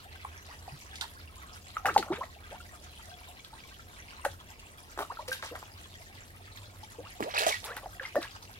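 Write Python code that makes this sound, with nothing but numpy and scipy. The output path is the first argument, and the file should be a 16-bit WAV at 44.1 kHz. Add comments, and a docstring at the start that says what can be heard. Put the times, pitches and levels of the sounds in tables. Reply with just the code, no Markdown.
"""Koi feed at the surface of a garden pond, close by: air trapped by mouths and fins rings as gliding sines,
lips and fins slap the water as filtered pulses, and crowds of small bubbles and spray make short splashes.
One tail thrashes near the end. Behind them water trickles in from the left as showers of ringing droplets,
wavelets lap and spatter, a hollow rings faintly under drips, and a distant motor drones in noisy garden air."""
import sys
import numpy as np
from scipy import signal
from scipy.fft import rfft, irfft, next_fast_len
from scipy.io import wavfile
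from scipy.ndimage import uniform_filter1d, map_coordinates

SR = 44100
rng = np.random.default_rng(int(sys.argv[2]) if len(sys.argv) > 2 else 0)


def to_wav(sig):
    """Store sig (one row per channel, or 1-D mono) as 16-bit WAV at the path in sys.argv[1].

    Samples outside -1..1 are clipped; the rate is SR.
    """
    pcm = np.clip(np.atleast_2d(sig), -1, 1) * 32767
    pcm = np.round(pcm).astype(np.int16)
    wavfile.write(sys.argv[1], SR, pcm.T)  # frames by channels


N = 378819
TIME = np.arange(N) / SR

# a mouth pops open with a smack and its cavity rings: t/s, f/Hz, ring peak level/dB, smack peak level/dB
MOUTH_POPS = [(.248, 1150, -34, -34), (.679, 810, -35, -40), (1.768, 1370, -25, -23),
              (1.9625, 900, -8.5, -17), (2.027, 1450, -29, -23), (4.2502, 880, -24, -21),
              (7.2055, 480, -29, -18), (7.378, 2750, -21, -22), (7.466, 720, -16, -20),
              (7.859, 820, -30, -33), (7.997, 1800, -27, -36), (8.1558, 760, -27, -17)]
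# air sucked in with water rings upwards: t/s, f/Hz, peak level/dB, rise/octaves
SUCTIONS = [(1.018, 1350, -39, 1.0), (1.848, 755, -21.5, .15), (1.884, 1150, -22.5, 1.0),
            (2.102, 325, -25.5, .35), (2.117, 800, -31.5, 1.2), (2.21, 960, -28, .45),
            (3.529, 840, -45, .4), (5.1, 900, -32, 1.0), (5.189, 900, -33, .35), (5.512, 470, -37, .2),
            (6.984, 460, -35, .25), (7.477, 680, -29, .35), (8.16, 525, -20.5, .5)]
# a hollow in the surface closes behind a fish with a slow note that rises, or falls while the hollow widens:
# t/s, start f/Hz, end f/Hz, peak level/dB
CLOSING_HOLLOWS = [(.475, 520, 2000, -48), (1.858, 800, 300, -38), (1.95, 900, 280, -33),
                   (2.162, 380, 720, -44), (2.505, 420, 1200, -42), (5.52, 420, 1300, -44),
                   (7.02, 540, 1800, -49), (7.236, 380, 800, -34), (7.678, 1000, 2200, -40)]
# a fin slaps the surface and splashes: t/s, splash length/s, churn rms level/dB, dull above f/Hz
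FIN_SLAPS = [(1.012, .035, -43, 4400), (1.857, .035, -31, 2600), (1.979, .008, -38, 4300),
             (4.2505, .012, -41, 3600), (4.976, .02, -44, 1600), (4.99, .02, -38, 1700),
             (5.006, .04, -39, 1900), (5.281, .02, -47, 6000), (5.427, .012, -42, 2600),
             (5.437, .03, -46, 2200), (5.555, .02, -46, 2600), (5.628, .01, -49, 1780),
             (7.226, .016, -40, 3500), (7.768, .025, -44, 3200)]
SLURP_LIFE_S, SWIRL_S, SWEEP_S = .025, .066, .05   # slurp: to -20 dB at the middle pitch


def from_db(db):
    """Amplitude is ten to the power of level over 20."""
    return 10 ** (np.asarray(db) / 20)


def rms_one(x):
    """Dividing by the root mean square gives unit rms."""
    return x / np.sqrt(np.mean(x ** 2) + 1e-20)


def in_time(rows):
    """Linear interpolation turns timed rows into continuous curves."""
    s, *columns = np.transpose(rows)
    return [np.interp(TIME, s, column) for column in columns]


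def at_hz(points, hz):
    """A spectrum in dB is interpolated along logarithmic frequency."""
    table_hz, table_db = np.array(points).T
    return np.interp(np.log(hz + 1e-3), np.log(table_hz), table_db)


def add(track, s, sound):
    """Superposition: a sound starting at s seconds sums into the track."""
    start = max(round(s * SR), 0)
    track[start:start + len(sound)] += sound[:max(N - start, 0)]


def butter(x, hz, kind, order=2):
    """A Butterworth filter has a maximally flat passband."""
    sos = signal.butter(order, np.minimum(hz, SR / 2 - 1), kind, fs=SR, output="sos")
    return signal.sosfilt(sos, x)


def swell(t, life, attack_s, hold):
    """Exponential build-up, then damping to -20 dB at t = life; hold > 1 keeps it up longer."""
    return (1 - np.exp(-t / attack_s)) * from_db(-20 * (t / life) ** hold)


def ring(clicks, hz, t60):
    """Damped resonance: each click excites a two-pole resonator that loses 60 dB in t60 seconds."""
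    radius, angle = from_db(-60 / (t60 * SR)), 2 * np.pi * hz / SR
    # the tiny offset keeps the filter off denormal numbers
    return signal.lfilter([1, 0, -1], [1, -2 * radius * np.cos(angle), radius ** 2], clicks + 1e-18)


def droplets(spectrum, per_s, cycles, size_db, clump_db, clump_hz, scatter_ms, count=30):
    """Random impulses excite bands of tiny resonant bubbles, clumped in time by size; stereo, rms 1."""
    out = 0
    # neighbouring pitches share part of their clumping
    clumps = uniform_filter1d(rng.standard_normal((count, 2000)), size=3, axis=0) * np.sqrt(3)
    for hz, clump in zip(np.geomspace(spectrum[0][0], spectrum[-1][0], count), clumps):
        when, big, sign, where, side = rng.random((4000, 5))[:int(per_s * N / SR / count)].T
        at = (when * N).astype(int)
        crowd = np.interp(at / SR * clump_hz, np.arange(len(clump)), np.minimum(clump, 2))
        level_db = clump_db * crowd - size_db * np.log(np.maximum(big, .03))
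        size = from_db(level_db) * np.sign(sign - .5)
        lag = ((2 * where - 1) * scatter_ms * SR / 1000).astype(int)
        lean = 2 ** (side - .5)   # left against right
        left = np.bincount(at, size * lean, N)
        right = np.bincount((at + lag) % N, size / lean, N)
        band = rms_one(ring(np.array([left, right]), hz, cycles / hz))
        # bands evenly spaced in log frequency widen with hz
        out = out + from_db(at_hz(spectrum, hz)) * np.sqrt(hz) * band
    return rms_one(out)


def trickle(surge_db=2.9, surge_hz=13):
    """Falling water excites many small bubbles: inflow patters in little surges, with lone drips ringing."""
    # colour of the trickle: f/Hz, relative level per Hz/dB
    trickle_colour = [(600, -1), (900, 4), (1400, 4), (3000, 1.5), (5000, -4.5), (8000, -9.5), (12000, -10),
                      (15500, -26)]
    patter_db, drips_db = -55.2, -60   # rms
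    patter = droplets(trickle_colour, per_s=3000, cycles=30, size_db=2.2, clump_db=6, clump_hz=32,
                      scatter_ms=.14, count=28)
    drips = droplets(trickle_colour, per_s=140, cycles=80, size_db=3.5, clump_db=2, clump_hz=8,
                     scatter_ms=.14, count=18)
    surge = from_db(surge_db * rms_one(butter(rng.standard_normal(N), surge_hz, "low")))
    return from_db(patter_db) * rms_one(patter * surge) + from_db(drips_db) * drips


def from_left(x):
    """Interaural delay: sound from the inflow's side reaches the right ear later."""
    delay_ms = .28
    return np.array([x[0], np.roll(x[1], round(delay_ms * SR / 1000))])


def garden_air(spread_hz=1100, bass_width=0.32):
    """Shaped noise: low outdoor rumble under the smooth hiss of far water, less coherent in the treble."""
    # colour of the air: f/Hz, relative level per Hz/dB
    air_colour = [(25, -14), (42, 4.5), (85, -2), (160, -7.5), (700, -15), (1100, -26.5), (3000, -27),
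                  (6000, -33), (16000, -34.5)]
    air_db = -55.2   # rms
    size = next_fast_len(N)
    hz = np.arange(size // 2 + 1) * SR / size
    mid, side = rfft(rng.standard_normal((2, size))) * from_db(at_hz(air_colour, hz))
    width = bass_width + (1 - bass_width) * hz ** 2 / (hz ** 2 + spread_hz ** 2)
    noise = irfft(mid + width * side * [[1], [-1]], size)[:, :N]
    return from_db(air_db) * rms_one(noise)


def motor(waver_hz=9):
    """A carrier modulated by slow complex noise: a far drone whose strength and phase waver on the way."""
    # distant motor: t/s, f/Hz, level/dB
    motor_course = [(0, 82, -56), (.5, 82, -54), (2.8, 79, -56), (4.6, 84, -61), (6.1, 94, -55),
                    (8.6, 98, -59)]
    pitch, level_db = in_time(motor_course)
    waver = butter(rng.standard_normal(N) + 1j * rng.standard_normal(N), waver_hz, "low")
    drone = np.real(waver * np.exp(2j * np.pi * np.cumsum(pitch) / SR))
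    return from_db(level_db) * rms_one(drone) * from_db([[-.8], [.8]])   # a little stronger on the right


def bubble(hz, glide, life, attack_cycles=1.3):
    """A pulsating air cavity: a gliding complex sine of height 1 that builds up and is damped away."""
    t = TIME[:int(2 * life * SR)]
    pitch = hz * 2 ** (glide * np.minimum(t / life, 1) ** 1.3)   # glide in octaves, done at t = life
    shape = swell(t, life, attack_s=attack_cycles / hz, hold=1.5)
    return shape / shape.max() * np.exp(2j * np.pi * np.cumsum(pitch) / SR)


def churn(length, centre_hz, per_s, spread_octaves=.58, cycles=9, size_db=4.5, lateness=1.3, rise=0.29):
    """Superposed small bubbles, mostly rising, thickest early or, with more lateness, midway; rms 1 over length."""
    out = np.zeros(SR // 2)
    draws = np.column_stack([rng.beta(lateness, 2.6, 200), rng.standard_normal((200, 3)).clip(-2, 2)])
    for when, high, big, fast in draws[:max(int(per_s * length), 2)]:
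        hz = centre_hz * 2 ** (spread_octaves * high)
        life = cycles / np.sqrt(hz * centre_hz)   # larger bubbles ring longer
        note = bubble(hz, rise * (1 + fast), life).imag
        add(out, 1.4 * length * when, from_db(size_db * big) * note)
    return out * np.sqrt(length * SR / np.sum(out ** 2))


def laps():
    """Bubble resonance: wavelets close over pairs of like bubbles, at random times and pitches."""
    laps_per_s, low_hz, range_octaves, strongest_db = 9, 650, 1.9, -51.5   # level: rms
    out = np.zeros(N)
    for when, high, big in rng.random((200, 3))[:int(laps_per_s * N / SR)]:
        hz = low_hz * 2 ** (range_octaves * high)
        # the low rate leaves churn's least number, two bubbles
        notes = churn(.02, hz, per_s=1, spread_octaves=.1, cycles=22, rise=.1)
        add(out, when * N / SR, from_db(strongest_db) * big * notes)
    return out


def spatters(spread_db=4):
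    """Powers of incoherent bursts add: wavelets throw faint, decaying spray at random moments."""
    per_s, weakest_db, decay_s = 9, -59, .02   # decay to -20 dB
    power, t = np.zeros(N), TIME[:SR // 10]
    for when, big in rng.random((200, 2))[:int(per_s * N / SR)]:
        start_db = weakest_db - spread_db * np.log(max(big, .08))
        add(power, when * N / SR, from_db(start_db - 20 * t / decay_s) ** 2)
    return power


def spray_power(length, attack_share):
    """Energy envelope of a burst of spray and of the drops that rain back after it."""
    fallback_db, fallback_s = -16.5, .34   # under a burst as long as a sweep; time to -20 dB
    t = TIME[:SR // 2]
    burst = swell(t, 1.3 * length, attack_share * length, hold=2) ** 2
    rain = swell(t, fallback_s, length, hold=1)
    fallback = (from_db(fallback_db) * rain) ** 2 * length / SWEEP_S
    return (burst + fallback) * length * SR / burst.sum()


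def splashes(slap_attack=.05, sweep_attack=.18):
    """Entrained air rings as churn and thrown drops as spray; slaps are abrupt, sweeps swell, lips only stir."""
    # colour of the spray: f/Hz, relative level per Hz/dB
    spray_colour = [(2000, -12), (2900, 0), (4000, 2), (5000, -6), (7000, -7.5), (12000, -10), (15500, -21)]
    # a tail or back sweeps through the surface: t/s, churn rms level/dB, spray rms level/dB
    body_sweeps = [(2.118, -43, -54), (5.305, -49, -43), (5.44, -49, -48), (7.285, -45, -55),
                   (7.337, -33.5, -44), (7.379, -35, -34), (7.425, -36, -48), (7.46, -35, -35),
                   (7.512, -41, -45), (7.635, -47, -51), (8.015, -45, -56), (8.205, -44, -50)]
    # stirred water gurgles with a few larger bubbles: t/s, length/s, rms level/dB, f/Hz
    stirred_water = [(2.04, .14, -48, 780), (7.335, .16, -38.5, 690), (7.62, .2, -48, 750)]
    even_spray_hz, spray_db_per_octave = 5500, 7   # a slap this bright throws as much spray as churn
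    slap_lead_s, slap_churn_hz, sweep_churn_hz = .004, 520, 2050   # water stirs just before the fin lands
    lips_lead_s, lips_under_smack_db = .014, -25   # the lips stir the surface just before each gulp
    stir_db = -13   # small bubbles round a slurp or swirl, against its peak
    gurgles_per_s, gurgle_octaves = 550, .42   # bubbles per second, spread
    gurgle, spray = np.zeros(N), spatters()
    for s, length, churn_db, dull_hz in FIN_SLAPS:
        centre_hz = np.sqrt(slap_churn_hz * dull_hz)   # midway in octaves
        burst = churn(length, centre_hz, per_s=1200, spread_octaves=.6, cycles=7)
        spray_db = churn_db + spray_db_per_octave * np.log2(dull_hz / even_spray_hz)
        add(gurgle, s - slap_lead_s, from_db(churn_db) * burst)
        add(spray, s - slap_lead_s, from_db(spray_db) ** 2 * spray_power(length, slap_attack))
    for s, churn_db, spray_db in body_sweeps:
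        wash = churn(SWEEP_S, sweep_churn_hz, per_s=1500, spread_octaves=.68, size_db=4.6, lateness=1.7)
        add(gurgle, s, from_db(churn_db) * wash)
        add(spray, s, from_db(spray_db) ** 2 * spray_power(SWEEP_S, sweep_attack))
    for s, length, level_db, hz in stirred_water:
        add(gurgle, s, from_db(level_db) * churn(length, hz, gurgles_per_s, gurgle_octaves))
    for s, hz, _, smack_db in MOUTH_POPS:
        stir = churn(lips_lead_s, hz, gurgles_per_s)
        add(gurgle, s - lips_lead_s, from_db(smack_db + lips_under_smack_db) * stir)
    for s, hz, peak_db, _ in SUCTIONS:
        add(gurgle, s, from_db(peak_db + stir_db) * churn(SLURP_LIFE_S, hz, gurgles_per_s))
    for s, _, end_hz, peak_db in CLOSING_HOLLOWS:
        add(gurgle, s, from_db(peak_db + stir_db) * churn(SWIRL_S, end_hz, gurgles_per_s))
    crackle = droplets(spray_colour, per_s=1400, cycles=10, size_db=4.6, clump_db=3.8, clump_hz=70,
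                       scatter_ms=.07, count=18)
    return gurgle + np.sqrt(spray) * crackle * from_db([[-1.1], [1.1]])


def life_at(hz, middle_life_s):
    """Damping falls with cavity size: larger, lower cavities ring longer, by a power law."""
    middle_hz, life_power = 800, .3
    return middle_life_s * (middle_hz / hz) ** life_power


def swirl(start_hz, end_hz):
    """Glide with random modulation: a ragged note of height about 1 that swells and fades."""
    roughness = .28
    part = np.linspace(0, 1, int(SWIRL_S * SR))
    slow_noise = butter(rng.standard_normal((2, len(part))), start_hz / 2, "low")
    sway, wobble = roughness * rms_one(slow_noise)
    pitch = start_hz * (end_hz / start_hz) ** part
    tone = np.exp(2j * np.pi * np.cumsum(pitch) / SR)
    return np.sin(np.pi * part) * (1 + sway + 1j * wobble) * tone


def bubbles(flutter=.17, flutter_hz=170):
    """Cavity resonance rises as a bubble nears the surface, falls as a mouth widens round it, and quivers."""
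    # loose air pockets at nearly steady pitch, the largest as dull thuds:
    # t/s, f/Hz, peak level/dB, life to -20 dB/s
    air_pockets = [(.248, 850, -39, .015), (.72, 140, -44, .04), (2.602, 1370, -42, .016),
                   (4.253, 1500, -22, .004), (4.2605, 560, -24, .013), (4.3, 85, -41, .09),
                   (4.992, 400, -37, .04), (5.022, 1150, -33, .012), (5.171, 1320, -35, .011),
                   (5.281, 505, -35, .07), (5.316, 1560, -26.5, .021), (6.831, 845, -42, .02),
                   (7.207, 215, -34, .015), (7.222, 310, -31, .012), (7.423, 650, -28, .022),
                   (7.526, 2200, -20.5, .007), (7.541, 1900, -28, .014), (8.008, 520, -41, .04),
                   (8.052, 2080, -29, .012), (8.163, 1780, -29.5, .0164), (8.239, 1660, -36, .02)]
    gulp_life_s, gulp_fall_octaves = .0125, .38   # life to -20 dB at the middle pitch
    slurp_attack_cycles = 2.4   # suction builds up more slowly than a pop
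    plop_rise_octaves = .06
    out = np.zeros(N, complex)
    for s, hz, peak_db, _ in MOUTH_POPS:
        add(out, s, from_db(peak_db) * bubble(hz, -gulp_fall_octaves, life_at(hz, gulp_life_s)))
    for s, hz, peak_db, rise in SUCTIONS:
        slurp = bubble(hz, rise, life_at(hz, SLURP_LIFE_S), slurp_attack_cycles)
        add(out, s, from_db(peak_db) * slurp)
    for s, start_hz, end_hz, peak_db in CLOSING_HOLLOWS:
        add(out, s, from_db(peak_db) * swirl(start_hz, end_hz))
    for s, hz, peak_db, life in air_pockets:
        add(out, s, from_db(peak_db) * bubble(hz, plop_rise_octaves, life))
    sway, wobble = flutter * rms_one(butter(rng.standard_normal((2, N)), flutter_hz, "low"))
    return np.imag(out * (1 + sway + 1j * wobble))


def smacks(crack_s=0.00036, patter_s=0.009, patter_db=-14, low_hz=380, snap_db=-19):
    """Impact radiation: lips or a fin push sharply on the water, then milliseconds of patter as the film tears."""
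    smack_over_ring = 2.2   # a smack is dull above this multiple of the mouth's pitch
    slap_over_churn_db = 19
    out, t = np.zeros(N), np.arange(SR // 30) / SR
    lips = [(s, smack_db, smack_over_ring * hz) for s, hz, _, smack_db in MOUTH_POPS]
    fins = [(s, churn_db + slap_over_churn_db, dull_hz) for s, _, churn_db, dull_hz in FIN_SLAPS]
    for s, peak_db, dull_hz in lips + fins:
        tear = rng.standard_normal(len(t)) * from_db(patter_db) * np.exp(-t / patter_s)
        push = np.exp(-t / crack_s) * np.cos(np.pi * dull_hz * t) + tear
        dulled = butter(push, dull_hz, "low", order=4)
        smack = butter(dulled + from_db(snap_db) * push, low_hz, "high")
        add(out, s, from_db(peak_db) * smack / np.abs(smack).max())
    return out


def ticks():
    """Impulse and decaying noise through one band-pass: a thrown drop lands with a tick and a short fizz."""
    # landing drops: t/s, f/Hz, peak level/dB
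    landing_drops = [(.957, 3900, -26), (1.012, 3700, -24), (1.9415, 4500, -28), (1.9785, 4100, -16.5),
                     (4.2503, 8000, -25), (7.466, 6000, -17), (7.476, 9500, -20), (7.647, 9500, -24)]
    band_ratio, fizz_db, fizz_s = 1.25, -21.02, .03   # band edge over pitch; time to -20 dB
    out, t = np.zeros(N), TIME[:SR // 10]
    for s, hz, peak_db in landing_drops:
        fizz = rng.standard_normal(len(t)) * from_db(fizz_db - 20 * t / fizz_s)
        impact = (t == 0) + fizz
        tick = butter(impact, [hz / band_ratio, hz * band_ratio], "band", order=1)
        add(out, s, from_db(peak_db) * tick / np.abs(tick).max())
    return out


def hollow():
    """Cavity resonance: for a spell, drips fall into a hollow at the pond's edge and make it ring faintly."""
    pitch_hz, t60_s, drips_per_s, level_db = 725, .16, 18, -62.5   # rms before the spell's envelope
    centre_s, spell_s = 3.3, .8
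    drips = (rng.random(N) < drips_per_s / SR) * rng.standard_normal(N)
    spell = np.exp(-((TIME - centre_s) / spell_s) ** 2)
    return from_db(level_db) * spell * rms_one(ring(drips, pitch_hz, t60_s))


def placed(x):
    """Interaural time and level differences follow the busiest fish's bearing."""
    # where the busiest fish is: t/s, bearing (-1 left to 1 right)
    fish_path = [(1.0, .45), (1.77, -.18), (4.25, -.16), (6.99, -.55), (7.2, .85), (7.55, .85), (7.7, -.15)]
    delay_ms, shade_db = .46, 3.2   # between the sides, for a fish far to one side
    bearing, = in_time(fish_path)
    shift = bearing * delay_ms * SR / 2000   # half the delay on each side, in samples
    ears = []
    for ear, side in zip(x, (1, -1)):
        delayed = map_coordinates(ear, [np.arange(N) - side * shift], order=3)
        ears.append(delayed * from_db(-side * bearing * shade_db / 2))
    return np.array(ears)


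def rim_echoes(x, spread_hz=700):
    """Diffuse reverberation: stones round the pond scatter a short tail, alike on both sides in the bass."""
    # echoes off the pond's rim: f/Hz, level/dB
    rim_colour = [(200, -11), (800, -14.5), (2000, -9), (15000, -6.5)]
    rim_t60_s = .17
    t = TIME[:SR // 3]
    mid, side = rng.standard_normal((2, len(t))) * from_db(-60 * t / rim_t60_s) * (t > .003)
    tail = mid + butter(side, spread_hz, "high", order=1) * [[1], [-1]]
    size = next_fast_len(N + len(t))
    hz = np.arange(size // 2 + 1) * SR / size
    colour = from_db(at_hz(rim_colour, hz)) / np.linalg.norm(mid)
    return irfft(rfft(x, size) * rfft(tail, size) * colour, size)[:, :N]


def scene():
    """Superposition of fish, trickle and laps with their echoes, over the garden's background."""
    fish = placed(bubbles() + smacks() + splashes() + ticks())   # wavelet spatters share the bearing
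    water = fish + from_left(trickle() + laps() + hollow())
    return water + rim_echoes(water) + from_left(garden_air()) + motor()


def record(dry):
    """Band limiting: an elliptic low-pass cuts the top steeply."""
    cutoff_hz = 15900
    sos = signal.ellip(10, .2, 70, cutoff_hz, fs=SR, output="sos")   # ripple and rejection in dB
    return signal.sosfilt(sos, dry)


dry = scene()
out = record(dry)
to_wav(out)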